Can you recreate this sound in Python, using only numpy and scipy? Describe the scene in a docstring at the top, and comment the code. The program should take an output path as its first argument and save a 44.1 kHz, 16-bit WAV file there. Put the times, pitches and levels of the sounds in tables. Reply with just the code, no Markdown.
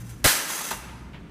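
"""A wire shopping trolley rolls into a row of parked ones in a hard-walled hall.
It approaches with a faint drone over a low rumble. From 0.24 s, a quick run of steel-on-steel blows
thuds in the frame and rings the basket. Wires chatter and scrape as it slides in; the frame bumps
twice and stops with a hollow knock near 0.71 s. Trolleys down the row clack as the hall rings out."""
import sys
import numpy as np
from scipy import signal
from scipy.fft import rfft, irfft
from scipy.io import wavfile

SR = 44100
rng = np.random.default_rng(int(sys.argv[2]) if len(sys.argv) > 2 else 0)


def bounce(signal):
    """Save signal as a 16-bit WAV file at the path given by the first command-line argument."""
    frames = np.transpose(np.atleast_2d(signal))
    limited = np.clip(frames, -1, 1)
    pcm = np.round(limited * 32767).astype(np.int16)
    wavfile.write(sys.argv[1], SR, pcm)


N = 57330
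T = np.arange(N) / SR
HZ = np.maximum(np.arange(N // 2 + 1) * SR / N, 1)


def from_db(db):
    """Decibels to gain."""
    return 10 ** (np.asarray(db) / 20)


def rms_one(x):
    """Scale to unit power."""
    return x / np.sqrt(np.mean(x ** 2) + 1e-20)


def at_hz(points, hz):
    """Interpolate a table over log frequency."""
    f_hz, value = np.transpose(points)
    return np.interp(np.log(hz), np.log(f_hz), value)


def envelope(points):
    """(t/s, level/dB) curve to gain per sample."""
    return from_db(np.interp(T, *np.transpose(points)))


def decay(t60_s):
    """Exponential decay, 60 dB in t60_s."""
    return np.exp(-np.log(1000) * T / max(t60_s, 1e-3))


def delay(x, t_s):
    """Start x at t_s."""
    return np.interp(T - t_s, T, x, left=0)


def through(x, response):
    """Play x through a ringing body or room."""
    return signal.fftconvolve(x, response)[:N]


def noise(spectrum):
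    """Random-phase noise shaped by (f/Hz, level/dB); rms 1."""
    phases = np.exp(2j * np.pi * rng.random(len(HZ)))
    return rms_one(irfft(from_db(at_hz(spectrum, HZ)) * phases, N))


def dense_ring(spectrum, t60_table):
    """Densely packed modes, each octave decaying at its own rate."""
    bins = rfft(noise(spectrum))
    octave = np.round(np.log2(np.maximum(HZ, 125)))
    return sum(irfft(bins * (octave == k), N) * decay(at_hz(t60_table, 2 ** k))
               for k in np.unique(octave))


def modes(table, spread_db=2):
    """One strike of discrete modes, random in strength and phase."""
    return sum(from_db(db + spread_db * rng.normal()) * decay(t60_s)
               * np.sin(2 * np.pi * (hz * T + rng.random())) for hz, db, t60_s in table)


def background(drone_hz=116.5, drone_db=-39.5, drone_end_s=0.22, fade_s=0.12, air_db=-48):
    """Low rumble, drone of rolling and steady hall air."""
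    # rumble envelope: t/s, level/dB
    rumble_level = [(0, -46), (.21, -43), (.27, -33), (.34, -65), (.6, -63), (.72, -50.5), (.745, -38.5),
                    (.82, -44), (.97, -45), (1.1, -42), (1.3, -44.5)]
    # rumble and air spectra: f/Hz, level/dB
    rumble_spectrum = [(20, -19), (40, -9), (62, 5), (88, -11), (120, -2), (170, -4), (300, -22.5),
                       (600, -55)]
    air_spectrum = [(60, -32), (120, -10.5), (180, 3), (320, -2.5), (550, -15), (1100, -16), (2200, -20),
                    (4500, -32), (9000, -40), (15000, -73)]
    rumble = envelope(rumble_level) * noise(rumble_spectrum)
    fade = np.clip((drone_end_s - T) / fade_s, 0, 1)
    drone = np.sqrt(2) * np.sin(2 * np.pi * drone_hz * T) * fade
    return rumble + from_db(drone_db) * drone + from_db(air_db) * noise(air_spectrum)


def hall(x, wet_db=-12.5, build_s=0.039):
    """Diffuse tail off hard walls; builds up, dies soonest in the treble."""
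    # tail spectrum: f/Hz, level/dB
    spectrum = [(100, -12), (250, -0.5), (1200, -0.5), (3000, 0), (7000, 1), (15000, 1.5)]
    # reverberation time: f/Hz, t60/s
    hall_t60 = [(200, 1.09), (1200, 1.7), (3000, 1.12), (7000, 0.82), (14000, 0.61)]
    tail = dense_ring(spectrum, hall_t60) * (1 - np.exp(-T / build_s))
    return from_db(wet_db) * through(x, rms_one(tail) / np.sqrt(N))


def clacks(t60_s=0.23):
    """Trolleys further down the row settle."""
    # distant clacks: t/s, level/dB
    hits = [(.835, -46), (.885, -44), (1.133, -46), (1.144, -44.5)]
    # clack spectrum: f/Hz, level/dB
    spectrum = [(400, 4.5), (1100, -3.5), (2200, 2), (3500, -4), (5000, -18), (9000, -33)]
    return sum(delay(from_db(db) * noise(spectrum) * decay(t60_s), t_s) for t_s, db in hits)


def knocks(bump_t60_s=0.092, modes_db=-4):
    """The frame bumps on the way in and at the stop, sounding its hollow note."""
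    # dull knocks: t/s, level/dB
    hits = [(.501, -34.5), (.608, -35), (.7085, -27), (.7118, -30.5), (.7275, -32)]
    # bump spectrum: f/Hz, level/dB
    spectrum = [(150, -11), (500, -2.5), (900, -0.5), (1500, -1.5), (2300, -8), (5000, -12), (12000, -38)]
    # frame modes: f/Hz, level/dB, t60/s
    frame_modes = [(848, -8.5, 0.091), (888.4, -1.5, 0.12), (946, -4, .12), (1242, -3, 0.15),
                   (1546, -8.5, 0.15), (2769, -13.5, .22)]
    out = 0
    for t_s, db in hits:
        bump = noise(spectrum) * decay(bump_t60_s)
        note = from_db(modes_db) * modes(frame_modes)
        out += delay(from_db(db) * (bump + note), t_s)
    return out


def chatter(places=6, contacts_per_s=700, spread_db=2.5, mesh_t60_s=0.058, wire_db=-11):
    """Wires slip over wires at several places; tiny uneven contacts ring the mesh and thin wires."""
    # rubbing strength: t/s, level/dB
    slide_level = [(0, -50.5), (.04, -57), (.075, -53.5), (.1, -44.5), (.135, -58), (.23, -61), (.28, -28),
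                   (.33, -28), (.4, -33.5), (.465, -39.5), (.5, -29), (.53, -33), (.6, -31.5), (.66, -33),
                   (.695, -34), (.725, -36), (.765, -43), (.9, -81)]
    # scraped mesh spectrum: f/Hz, level/dB
    mesh_spectrum = [(150, -25), (400, -2), (800, -2.5), (1400, 2), (2800, -3), (5200, -3.5), (6300, 0.5),
                     (7500, -1.5), (10000, -1), (15000, -8.5)]
    # thin-wire modes: f/Hz, level/dB, t60/s
    wire_modes = [(5900, -11, 0.17), (6070, 1, 0.23), (6090, 3.5, 0.23), (6370, -9, 0.15),
                  (6486, -0.5, .25), (6700, -3.5, 0.18), (6810, -12, 0.13), (9360, -10.5, .2),
                  (10375, -7, 0.19)]
    out = 0
    for _ in range(places):
        sizes = from_db(spread_db * np.minimum(rng.exponential(1, N), 3))
        signs = rng.choice([-1, 1], N)
        touching = rng.random(N) < contacts_per_s / places / SR
        contacts = rms_one(sizes * signs * touching) * envelope(slide_level)
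        mesh = rms_one(noise(mesh_spectrum) * decay(mesh_t60_s))
        wires = from_db(wire_db) * rms_one(modes(wire_modes))
        out += through(contacts, (mesh + wires) / np.sqrt(N * places))
    return out


def crash(modes_db=-10, crack_db=4.5, crack_t60_s=0.0096, thud_t60_s=0.047):
    """Steel hits steel: each blow cracks, thuds in the frame and leaves the basket ringing."""
    # blows: t/s, ring level/dB, thud level/dB
    blows = [(0.2427, -19, -28), (0.2457, -20.5, -14.5), (0.2502, -17.5, -19), (.257, -19, -16),
             (0.2626, -21.5, -19), (.277, -19.5, -35), (.286, -23.5, -55), (.304, -29.5, -47)]
    # basket and frame-thud spectra: f/Hz, level/dB
    basket_spectrum = [(300, -23.5), (600, -7.5), (1100, -2.5), (1600, 1), (2600, -3.5), (4500, -3),
                       (5600, -4), (8500, -3), (12000, -3.5), (15000, -7.5)]
    thud_spectrum = [(30, 0.5), (60, 4), (120, -3.5), (220, -7.5), (550, -2.5), (1000, -11), (1600, -6),
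                     (3000, -27), (8000, -39.5)]
    # basket ring time: f/Hz, t60/s
    basket_t60 = [(300, 0.16), (1500, 0.39), (5000, .38), (14000, 0.4)]
    # strongest basket modes: f/Hz, level/dB, t60/s
    basket_modes = [(931, -10, 0.34), (1382, -12.5, 0.21), (1468, -6.5, .22), (1625, -2.5, 0.15),
                    (1669, 0, 0.18), (2039, -4, 0.49), (3010, -23, .3), (3055, -6.5, 0.3),
                    (3320, -14, 0.19), (3900, -20, .4), (5875, -7.5, 0.5), (6535, -6, 1), (8440, 1, 0.22),
                    (10300, -5, .25)]
    out = 0
    for t_s, ring_db, thud_db in blows:
        ring = dense_ring(basket_spectrum, basket_t60) + from_db(modes_db) * modes(basket_modes)
        crack = from_db(crack_db) * noise(basket_spectrum) * decay(crack_t60_s)
        thud = from_db(thud_db) * noise(thud_spectrum) * decay(thud_t60_s)
        out += delay(from_db(ring_db) * (ring + crack) + thud, t_s)
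    return out


def scene(side_db=-17):
    """Near-central mix; close reflections add slight width."""
    reflection_spectrum = [(50, -18), (300, -3.5), (8000, 2)]  # f/Hz, level/dB
    trolleys = crash() + chatter() + knocks() + clacks()
    mid = trolleys + hall(trolleys) + background()
    reflections = rms_one(noise(reflection_spectrum) * decay(t60_s=0.05)) / np.sqrt(N)
    side = from_db(side_db) * through(mid, reflections)
    return np.array([mid + side, mid - side])


def record(dry, ceiling=0.86, cutoff_hz=15300):
    """Soft clip, then steep low-pass."""
    lowpass = signal.ellip(12, 0.1, 90, cutoff_hz, fs=SR, output="sos")
    return signal.sosfilt(lowpass, ceiling * np.tanh(dry / ceiling))


dry = scene()
out = record(dry)
bounce(out)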